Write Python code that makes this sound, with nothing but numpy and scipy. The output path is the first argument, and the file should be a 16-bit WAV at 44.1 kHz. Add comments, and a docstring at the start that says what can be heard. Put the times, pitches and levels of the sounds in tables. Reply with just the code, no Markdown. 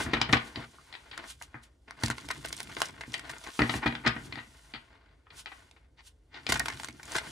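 """Hand shuffling of large cards

A deck is knocked square on a wooden table, cut, and its halves pushed into each other, twice over, close by.
Knocks and snaps are short noise bursts filtered by card and hand resonances; the table adds decaying modes.
Faces hiss and fingers rub as unevenly gated, coloured noise; edges tick and small hollows pop.
A short room response and a quiet, mostly low noise floor surround them, heard through two microphone ports.
"""
import sys
import numpy as np
from scipy import signal
from scipy.fft import rfft, irfft, next_fast_len
from scipy.io import wavfile
from scipy.ndimage import uniform_filter1d

SR = 44100
rng = np.random.default_rng(int(sys.argv[2]) if len(sys.argv) > 2 else 0)


def store_pcm(level_fs):
    """Save levels as 16-bit WAV."""
    pcm = np.round(np.clip(level_fs, -1, 1) * 32767).astype(np.int16)
    wavfile.write(sys.argv[1], SR, np.atleast_2d(pcm).T)


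N = 322371
TIME = np.arange(N) / SR  # s

# Stacked edges meet table, fingers or the other packet:
# (time [s], contact length [s], relative level [dB], brightness [dB/octave])
KNOCKS = [(0.062, 0.0081, -38.5, -14.5), (0.133, 0.012, -23.5, -3), (0.168, 0.0058, -31.5, -5),
          (0.2144, 0.0043, -18.5, 2.5), (0.290, 0.012, -34, -6.5), (0.3271, 0.003, -19.5, 6),
          (0.3305, 0.0082, -15.5, -4), (0.368, 0.0078, -31, 0.5), (0.558, 0.0037, -32.5, 3),
          (0.926, 0.0033, -41.5, 8), (0.938, 0.0064, -42.5, 2.5), (0.951, 0.0045, -40, 4),
          (1.112, 0.0071, -42.5, 6.5), (1.127, 0.02, -46.5, 0), (1.542, 0.0042, -40, -9.5),
          (1.548, 0.019, -48.5, -18), (3.14, 0.0053, -27.5, 8), (3.591, 0.0065, -22.5, -6),
          (3.602, 0.01, -29, -12.5), (3.618, 0.0046, -20, -5), (3.635, 0.004, -30.5, 0),
          (3.694, 0.0065, -26, -1.5), (3.739, 0.0041, -28.5, -4), (3.859, 0.013, -24.5, -6),
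          (3.876, 0.0047, -32.5, 5), (3.923, 0.0065, -37, -6), (3.951, 0.0042, -32, 1.5),
          (4.062, 0.0089, -22, -2.5), (4.07, 0.0031, -19.5, -4.5), (4.0753, 0.0052, -22.5, 3),
          (4.163, 0.0084, -36.5, -8), (4.324, 0.0046, -34.5, 2), (4.356, 0.002, -34, 4.5),
          (4.373, 0.025, -42, -4), (4.737, 0.0055, -37.5, 4.5), (4.746, 0.0066, -41, 2),
          (4.754, 0.012, -43.5, 2), (5.267, 0.0069, -55.5, -8), (5.303, 0.0073, -50.5, 3.5),
          (5.459, 0.002, -33.5, 5.5), (5.463, 0.015, -45, 1.5), (5.516, 0.013, -45.5, -5.5),
          (5.601, 0.0049, -58, -10), (5.762, 0.016, -60.5, -3.5), (6.342, 0.008, -45.5, 5.5),
          (6.466, 0.0027, -26.5, 4.5)]
# Card edges slip free and slap their neighbours:
# (time [s], contact length [s], relative level [dB], brightness [dB/octave])
SNAPS = [(1.1765, 0.0028, -32, 1.5), (1.412, 0.009, -44, -21), (1.4235, 0.00057, -31, 5.5),
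         (1.9085, 0.0014, -33.5, 1), (2.022, 0.005, -40, -10), (2.035, 0.0039, -22.5, 2.5),
         (2.082, 0.0036, -33, 2), (2.1012, 0.0021, -22.5, 1), (2.1055, 0.013, -35, 1.5),
         (2.181, 0.0048, -38, 0.5), (2.2865, 0.0038, -35.5, 2.5), (2.3015, 0.011, -29.5, -3),
         (2.311, 0.003, -31, 5.5), (2.448, 0.0048, -32.5, 0), (2.458, 0.0018, -33, 8.5),
         (2.485, 0.0042, -41, 7), (2.528, 0.0017, -27, 5), (2.586, 0.003, -47, 0.5),
         (2.603, 0.0027, -30.5, 3.5), (2.63, 0.0022, -37, 10.5), (2.691, 0.018, -48, 1),
         (2.804, 0.0013, -28, 1), (2.8178, 0.0015, -15.5, 2.5), (2.846, 0.0013, -35, -11),
         (3.008, 0.0082, -37, 0), (3.036, 0.002, -35.5, -5), (3.194, 0.0024, -36.5, 2.5),
         (3.294, 0.011, -36.5, 1.5), (3.31, 0.0087, -47, 8.5), (3.437, 0.015, -45.5, 2.5),
         (5.712, 0.0023, -50, 1.5), (6.489, 0.019, -28, 3), (6.521, 0.0069, -20, 4), (6.539, 0.011, -32, 3),
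         (6.556, 0.0096, -28.5, -2), (6.595, 0.0021, -21, 7.5), (6.599, 0.0055, -25, -9),
         (6.657, 0.0061, -30.5, 1), (6.6825, 0.0055, -28, 1.5), (6.7, 0.0044, -32.5, -0.5),
         (6.722, 0.0062, -40.5, 0), (6.798, 0.0036, -34.5, 2.5), (6.833, 0.0029, -35, 1.5),
         (6.8455, 0.00098, -27.5, 2.5), (6.8845, 0.0038, -36.5, 2.5), (6.995, 0.0089, -47.5, -8),
         (7.03, 0.0051, -42.5, 3.5), (7.149, 0.017, -29.5, -20), (7.162, 0.0049, -29, 2.5),
         (7.183, 0.0038, -26, 1)]
# A small hollow between cards and fingers claps shut: (time [s], pitch [Hz], peak level [dB])
POPS = [(0.785, 1220, -42.5), (1.417, 800, -42.5)]
POP_RISE_S = 0.0011  # time to the peak of the envelope
# Edges of one packet skim along the other:
# (middle time [s], half length [s], relative level [dB], brightness [dB/octave])
BRUSHES = [(3.838, 0.016, -33, -10), (4.057, 0.013, -32.5, -11.5), (5.996, 0.016, -55.5, 0),
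           (6.371, 0.038, -48, -2.5)]

# Resonances of the stacked deck: (centre [Hz], width [Hz], lift [dB])
DECK_MODES = [(845, 210, 7.5), (1243, 55, 4), (1463, 23, 8.5), (1993, 460, 7), (2410, 65, 4.5),
              (4600, 220, 4)]
# Fingers cushion a knock: (brightness [dB/octave], end of its treble [Hz])
CUSHION_EDGE = [(-10, 2800), (-5, 5150)]
# Treble lost above that end: (knock level [dB], loss [dB])
CUSHION_LOSS = [(-38, 17), (-22, 0)]
# Hollow between the cupped hands: (centre before grip shift [Hz], width [Hz], lift [dB])
HOLLOW_MODES = [(1600, 110, 1.5), (2045, 400, 7.5)]
GRIP_SPREAD = 0.067  # standard deviation of the hollow's log pitch from snap to snap
CARD_HZ, CARD_OCTAVES_PER_DB = 1860, -0.5  # ring of a dull snap; shift per dB/octave of positive brightness
CARD_WIDTH, CARD_LIFT_DB = 0.63, 4  # width as a share of the pitch; height of the resonance
TICK_HZ, TICK_DECAY_S = 3670, 0.0013  # middle pitch and burst time constant of a caught edge
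# How much the sliding catches on edges: (time [s], share [0-1])
CATCH = [(1.85, 0), (2.1, .9), (2.75, .9), (2.9, .6), (3.35, .6), (3.6, 0), (6.4, 0), (6.5, .5), (7.3, .35)]

# Modes of the table top: (frequency before detuning [Hz], relative level [dB], t60 when free [s])
TABLE_MODES = [(67.8, -15.5, 0.17), (120, 2, 0.25), (235, 4.5, 0.27), (258, 5, 0.11), (292.2, 7.5, 0.14),
               (336, -5, 0.15), (379, -7.5, 0.26), (478.5, -10.5, 0.34), (650, 0.5, 0.11),
               (771, -6.5, 0.28)]
# Packets land with a low thud on the table, often together with a knock or snap:
# (time [s], relative level [dB])
DROPS = [(0.292, -37.5), (0.573, -42.5), (1.545, -51), (2.036, -32), (2.101, -40), (3.079, -49),
         (3.754, -37.5), (4.738, -53.5), (6.494, -38.5), (6.888, -54), (7.154, -51)]
# The deck stands on the table to be squared, otherwise it is held clear: (start [s], end [s])
SQUARING = [(0, 0.7), (3.55, 4.45)]
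# Thud relative to its knock [dB], contact length for that thud [s], change per dB/octave of brightness [dB]
THUD_DB, THUD_CONTACT_S, THUD_DB_PER_BRIGHTNESS = -12.5, 0.017, -1

# A packet is drawn over another: (time of top speed [s], run-up [s], relative level [dB])
STROKES = [(0.039, 0.98, -46), (0.333, 0.033, -49.5), (0.48, 0.26, -60), (1.306, 0.086, -49),
           (1.432, 0.053, -56), (1.636, 0.021, -61.5), (2.054, 0.054, -44), (2.62, 0.67, -58),
           (2.864, 0.24, -50), (3.15, 0.15, -59.5), (3.6, 0.43, -55.5), (3.766, 0.24, -47),
           (4.261, 0.14, -59), (5.394, 0.068, -50.5), (6.075, 0.066, -59), (6.85, 0.26, -55),
           (7.168, 0.14, -43.5)]
RUN_UP_DB, STOP_S = 26.5, 0.016  # growth over the run-up; time constant of dying away
# Loose cards creep over each other: (time [s], relative hiss level [dB])
CREEP = [(0, -71), (0.27, -90), (0.5, -67.5), (1.36, -75), (1.8, -91.5), (2.1, -65.5), (2.75, -63),
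         (2.95, -70.5), (3.5, -62.5), (4, -70), (4.68, -69.5), (5.02, -90.5), (5.3, -89), (5.55, -68),
         (5.87, -90.5), (6.32, -89), (6.55, -57), (6.95, -71), (7.3, -57)]
# Fingers take a new grip and rub along the deck: (start [s], length [s], relative level [dB])
RUBS = [(0.0, 0.0073, -22), (0.13, 0.08, -37), (0.546, 0.1, -42.5), (1.169, 0.08, -47),
        (1.872, 0.15, -53.5), (2.76, 0.14, -45.5), (3.119, 0.25, -45.5), (3.447, 0.047, -43),
        (3.621, 0.171, -39.5), (5.304, 0.075, -55.5), (6.65, 0.14, -52.5), (7.076, 0.19, -44.5)]
RUB_ATTACK_S, RUB_SAG_DB_PER_S, RUB_RELEASE_S = 0.0059, 13, 0.0053
# Hands hold the deck between those moves: (time [s], relative rubbing level [dB])
HOLD = [(0, -38), (0.27, -45), (0.72, -62.5), (1.25, -53.5), (1.38, -75.5), (1.55, -57.5), (1.8, -83),
        (2.05, -54.5), (3.4, -57.5), (4.3, -54.5), (4.55, -62), (5.1, -62.5), (5.23, -75), (5.55, -60),
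        (5.78, -66.5), (5.92, -80.5), (6.28, -79), (6.55, -46), (6.95, -61.5), (7.3, -50.5)]
# Heels of the hands drag on the table: (time [s], relative rumble level [dB])
DRAG = [(0, -38), (0.75, -67), (1.8, -73), (2.1, -53.5), (3.3, -57), (3.55, -80), (3.7, -58), (4.35, -51.5),
        (4.55, -68), (6.3, -75), (6.55, -43.5), (7, -61), (7.3, -54)]

# Spectrum of the knocks and brushes: (frequency [Hz], relative level [dB])
KNOCK_COLOUR = [(120, -40.5), (300, 0), (550, -11.5), (780, -6), (1850, -2.5), (2750, -5), (4000, -5),
                (4900, -9), (6800, -19.5), (16000, -49.5)]
# Spectrum of the snaps: (frequency [Hz], relative level [dB])
SNAP_COLOUR = [(120, -17), (500, -6.5), (950, -2), (2100, -4), (2800, -7), (4300, -7.5), (6900, -13),
               (11000, -18), (16000, -26.5)]
# Spectrum of faces sliding: (frequency [Hz], relative level [dB])
SLIDE_COLOUR = [(150, -32.5), (700, -9), (1300, -0.5), (2200, -2.5), (3000, 3), (11000, 0.5), (13000, 0),
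                (16000, -33)]
# Spectrum of fingers rubbing: (frequency [Hz], relative level [dB])
RUSTLE_COLOUR = [(200, 0), (550, 2.5), (1200, 4), (2100, 3.5), (2700, -4), (4750, -8), (5500, -17.5),
                 (14000, -41.5)]
# Spectrum of hands dragging and of table blows: (frequency [Hz], relative level [dB])
RUMBLE_COLOUR = [(28, -37.5), (58, 6), (90, -3), (128, 7.5), (175, -3.5), (290, -2), (430, -13.5),
                 (900, -39)]
# Spectrum of the background noise: (frequency [Hz], relative level [dB])
ROOM_COLOUR = [(22, -30.5), (38, -5), (54, 9), (75, 3.5), (200, -22.5), (450, -15.5), (1200, -32),
               (4000, -57.5), (15000, -54)]
# How unlike the two ports hear a source: (frequency [Hz], side minus mid [dB])
WIDTH = [(100, -34.5), (300, -7), (700, -5.5), (1800, -14), (3000, -1), (4800, -9.5), (9000, -22)]
# Phase of the left port ahead of the right: (frequency [Hz], phase [rad])
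LEAD = [(100, 0), (1800, -.2), (2600, -1), (3800, -.25), (6400, -.2), (8500, -1), (10700, -1.9),
        (13200, -3)]
TOP_HZ = 15800  # upper limit of the ports


def contacts(rows, timbre, rough_db, rise, pan_db, size=6144):
    """Impact excitation: many tiny edge impacts within one contact ring the stiff, damped card."""
    out, t = np.zeros((2, N)), np.arange(size) / SR
    for start, length, db, tilt_db in rows:
        age = t / max(length, 1e-3)
        envelope = age ** rise * np.exp(-2.8 * age)
        impacts = port_noise(size, pan_db) * grains(size, rough_db, 2200) * envelope
        spectrum, resonances = timbre(db, tilt_db)
        burst = unit(colour(impacts, spectrum, tilt_db, resonances))
        # Refer the level to the contact length rather than to the whole buffer
        add(out, start, burst * np.sqrt(length * SR / size) * undb(db))
    return out


def knock_colour(db, brightness_db):
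    """Cushioned impact: soft fingers cut the treble, deeper for a weak knock and lower for a dull one."""
    hz = np.fft.rfftfreq(1024, 1 / SR)[1:]
    edge_hz = np.interp(brightness_db, *np.array(CUSHION_EDGE).T)
    loss_db = np.interp(db, *np.array(CUSHION_LOSS).T)
    cushioned_db = along(KNOCK_COLOUR, hz) - loss_db / (1 + (edge_hz / hz) ** 20)
    return np.column_stack([hz, cushioned_db]), DECK_MODES


def snap_colour(db, brightness_db):
    """Coupled resonators: the card's ring falls with positive brightness; the hollow shifts with the grip."""
    hz = CARD_HZ * 2 ** (CARD_OCTAVES_PER_DB * max(brightness_db, 0))
    card = [(hz, hz * CARD_WIDTH, CARD_LIFT_DB)]
    grip = np.exp(GRIP_SPREAD * rng.standard_normal())
    hollow = [(f * grip, width, lift) for f, width, lift in HOLLOW_MODES]
    return SNAP_COLOUR, card + hollow


def table_thuds(push_s, blow_db, blow_s, cushion_hz, held_share, size=16384):
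    """Modal excitation: a blow rings the table; with the deck held clear, its ring is softer and shorter."""
    out, t = np.zeros((2, N)), np.arange(size) / SR
    hz, mode_db, t60 = np.array(TABLE_MODES).T[:, :, None]
    landings = list(DROPS)
    for start, length, db, brightness in KNOCKS:
        if squaring(start):
            # A longer contact pushes the table more, a bright one less
            push_db = THUD_DB + THUD_DB_PER_BRIGHTNESS * brightness
            landings.append((start, db + push_db + 10 * np.log10(length / THUD_CONTACT_S)))
    for start, db in landings:
        detune = rng.standard_normal((len(TABLE_MODES), 1))
        cushion = 1 if squaring(start) else 1 / (1 + (hz / cushion_hz) ** 2)
        ring_s = t60 if squaring(start) else t60 * held_share
        modes = cushion * undb(mode_db) * np.sin(2 * np.pi * hz * (1 + 0.015 * detune) * t)
        ring = (modes * np.exp(-np.log(1000) * t / ring_s)).sum(0)
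        ring *= 1 - np.exp(-t / push_s)
        blow = colour(port_noise(size, 0.96) * np.exp(-t / blow_s), RUMBLE_COLOUR)
        thud = unit(ring) + undb(blow_db) * unit(blow)
        add(out, start, thud * undb(db) / thud[:, :SR // 40].std())  # level over the first 25 ms
    return signal.sosfilt(signal.butter(4, 45, "highpass", fs=SR, output="sos"), out)


def squaring(time):
    """Boundary condition: whether the deck stands on the table at this time."""
    return any(start < time < end for start, end in SQUARING)


def sliding():
    """Sliding friction: smooth faces hiss; interleaved halves roughen the hiss and add ticks."""
    catch = curve(CATCH)
    friction = port_noise(N) * grains(N, 1.4 + 1.8 * catch, 900) * grains(N, 0.7 + 1.5 * catch, 60)
    hiss = unit(colour(friction, SLIDE_COLOUR)) * undb(-1.5 * catch)
    ticks = catches(rate=70, octaves=2.6, spread_db=12)
    return (undb(6.5) * hiss + ticks) * strokes()


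def strokes():
    """Speed-dependent friction: hiss grows as a packet gathers speed and dies when it comes clear."""
    gain = undb(curve(CREEP))
    for peak, run_up, db in STROKES:
        age = TIME - peak
        growth = undb(db + RUN_UP_DB * np.minimum(age, 0) / run_up)
        stop = np.exp(-np.maximum(age, 0) / STOP_S)
        gain = np.hypot(gain, growth * stop)
    return gain


def catches(rate, octaves, spread_db, count=600, size=1024):
    """Random release: edges catch and let go as resonant ticks, their pitch set by the free card length."""
    out, t = np.zeros((2, N)), np.arange(size) / SR
    wait, luck, pitch, strength = rng.random((count, 4)).T
    starts = np.cumsum(-np.log(wait)) / rate  # rate in candidates per second
    bursts = port_noise(count * size).reshape(2, count, size) * np.exp(-t / TICK_DECAY_S)
    caught = luck < np.interp(starts, *np.array(CATCH).T)
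    for k in np.flatnonzero(caught):
        hz = min(TICK_HZ * 2 ** (octaves * (pitch[k] - .5)), SR / 4)
        tick = signal.lfilter(*signal.iirpeak(hz, 2, fs=SR), bursts[:, k])
        add(out, starts[k], unit(tick) * undb(-spread_db * strength[k]))
    return unit(out)


def brushes(rough_db, size=16384):
    """Grazing contact: edges skim along the other packet in a soft, finely grained swell."""
    out, t = np.zeros((2, N)), (np.arange(size) - size / 2) / SR
    for middle, half, db, tilt_db in BRUSHES:
        friction = port_noise(size, 2.6) * grains(size, rough_db, 460)
        skim = unit(colour(friction, KNOCK_COLOUR, tilt_db, DECK_MODES))
        add(out, middle + t[0], skim * undb(db) * np.exp(-(t / half) ** 2))
    return out


def pops(size=2048):
    """Cavity resonance: a small hollow between cards and fingers closes and rings briefly."""
    out, t = np.zeros((2, N)), np.arange(size) / SR
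    for start, hz, db in POPS:
        envelope = t / POP_RISE_S * np.exp(1 - t / POP_RISE_S)
        add(out, start, undb(db) * (envelope * np.sin(2 * np.pi * hz * t))[None])
    return out


def hands(rustle_db, rumble_db):
    """Stick-slip friction: fingertips rub in jerks where edges catch, while the hands drag on the table."""
    jerk_db = 2 + 2 * curve(CATCH)
    pressure = uniform_filter1d(grains(N, 2.0, 30), SR // 80)
    jerks = pressure * grains(N, jerk_db, 400) * grains(N, jerk_db, 90)
    rustle = colour(port_noise(N, 2.1) * jerks, RUSTLE_COLOUR)
    rumble = colour(port_noise(N) * grains(N, 2.5, 30), RUMBLE_COLOUR)
    return undb(rustle_db) * unit(rustle) * rubs() + unit(rumble) * undb(rumble_db + curve(DRAG))


def rubs():
    """Transient friction: each rub bites quickly, eases while it lasts and lets go."""
    gain = undb(curve(HOLD))
    for start, length, db in RUBS:
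        age = np.maximum(TIME - start, 0)
        attack = 1 - np.exp(-age / RUB_ATTACK_S)
        release = np.exp(-np.maximum(age - length, 0) / RUB_RELEASE_S)
        gain = np.hypot(gain, attack * release * undb(db - RUB_SAG_DB_PER_S * age))
    return gain


def room(x, t60, early_db, early_s, late_db, size=22050):
    """Reverberation: quick reflections off table and hands, then the short, dull ring of the walls."""
    t = np.arange(size) / SR
    reflections = port_noise(size) * grains(size, 3, 4000) * (t > .0015)
    early = reflections * np.exp(-t / early_s)
    late = rng.standard_normal((2, size)) * np.exp(-np.log(1000) * t / t60) * (t > .008)
    # Wall spectrum: (frequency [Hz], relative level [dB])
    late = colour(unit(late), [(100, -9.0), (800, 1.5), (2800, 3.0), (5000, -6.0), (15000, -23.5)])
    response = (undb(early_db) * unit(early) + undb(late_db) * late) / np.sqrt(size)
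    return signal.fftconvolve(x, response, axes=1)[:, :N]


def background():
    """Stationary noise: a quiet, mostly low floor lies under everything."""
    return undb(-63.0) * unit(colour(port_noise(N), ROOM_COLOUR))


def port_noise(size, pan_db=0):
    """Spatial coherence: two ports share most of the bass, differ most near 3 kHz, agree again higher up."""
    mid, side = rng.standard_normal((2, 1, size))
    sign = np.array([[1], [-1]])
    return (mid + sign * colour(side, WIDTH)) * undb(sign * pan_db / 2)


def grains(size, spread_db, rate):
    """Stick and slip: a random gain is held for 1 / rate seconds at a time."""
    step = (np.arange(size) * rate / SR).astype(int)
    return undb(spread_db * rng.standard_normal(size)[step])


def colour(x, points, tilt_db=0, resonances=(), size=4096):
    """Minimum-phase filtering: a causal response with a given spectrum, resonances and treble tilt."""
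    hz = np.fft.rfftfreq(size, 1 / SR)
    octaves = np.log2(np.maximum(hz / 1600, 1))  # the tilt acts above 1600 Hz
    lift = sum(db / (1 + (2 * (hz - centre) / width) ** 2) for centre, width, db in resonances)
    cepstrum = irfft(np.log(undb(along(points, hz) + lift + tilt_db * octaves)))
    # Fold the cepstrum onto positive time to make the response causal
    cepstrum[1:size // 2] *= 2
    cepstrum[size // 2 + 1:] = 0
    response = irfft(np.exp(rfft(cepstrum)))
    return signal.fftconvolve(x, response[None], axes=1)[:, :x.shape[1]]


def along(points, hz):
    """Logarithmic pitch scale: interpolate (frequency [Hz], value) points on a log axis."""
    points = np.array(points)
    return np.interp(np.log(hz + 1), np.log(points[:, 0]), points[:, 1])


def curve(rows):
    """Slow control: join (time [s], value) rows by straight lines."""
    times, values = np.array(rows).T
    return np.interp(TIME, times, values)


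def undb(db):
    """Logarithmic level: convert decibels to an amplitude gain."""
    return 10 ** (np.asarray(db) / 20)


def unit(x):
    """Mean power: scale to an rms of one."""
    return x / np.sqrt(np.mean(x ** 2) + 1e-20)


def add(out, start, sound):
    """Superposition: mix a sound in at a time in seconds."""
    i = max(int(start * SR), 0)
    part = out[:, i:i + sound.shape[1]]
    part += sound[:, :part.shape[1]]


def scene():
    """Direct and reflected sound: knocks low behind the hands excite more room than the facing snaps."""
    knocks = contacts(KNOCKS, knock_colour, rough_db=0.0, rise=0.92, pan_db=3.5)
    snaps = undb(-0.5) * contacts(SNAPS, snap_colour, rough_db=3.5, rise=0.92, pan_db=0.4)
    thuds = undb(4.0) * table_thuds(push_s=0.00066, blow_db=-4.0, blow_s=0.022,
                                    cushion_hz=199, held_share=0.88)
    near = snaps + pops() + brushes(rough_db=2.5) + sliding() + hands(rustle_db=-2.0, rumble_db=0.5)
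    knock_echoes = room(knocks, t60=0.25, early_db=-6.5, early_s=0.012, late_db=-6.5)
    near_echoes = room(near, t60=0.1, early_db=-8.0, early_s=0.0035, late_db=-9.0)
    return knocks + thuds + near + knock_echoes + near_echoes + background()


def record(dry):
    """Interchannel phase: the two ports differ in phase towards the treble, and the top is cut."""
    size = next_fast_len(N + 4096)
    lead = along(LEAD, np.fft.rfftfreq(size, 1 / SR))
    turn = np.exp(.5j * np.array([lead, -lead]))
    ports = irfft(rfft(dry, size) * turn, size)[:, :N]
    return signal.sosfilt(signal.ellip(8, .2, 70, TOP_HZ, fs=SR, output="sos"), ports)


dry = scene()
out = record(dry)
store_pcm(out)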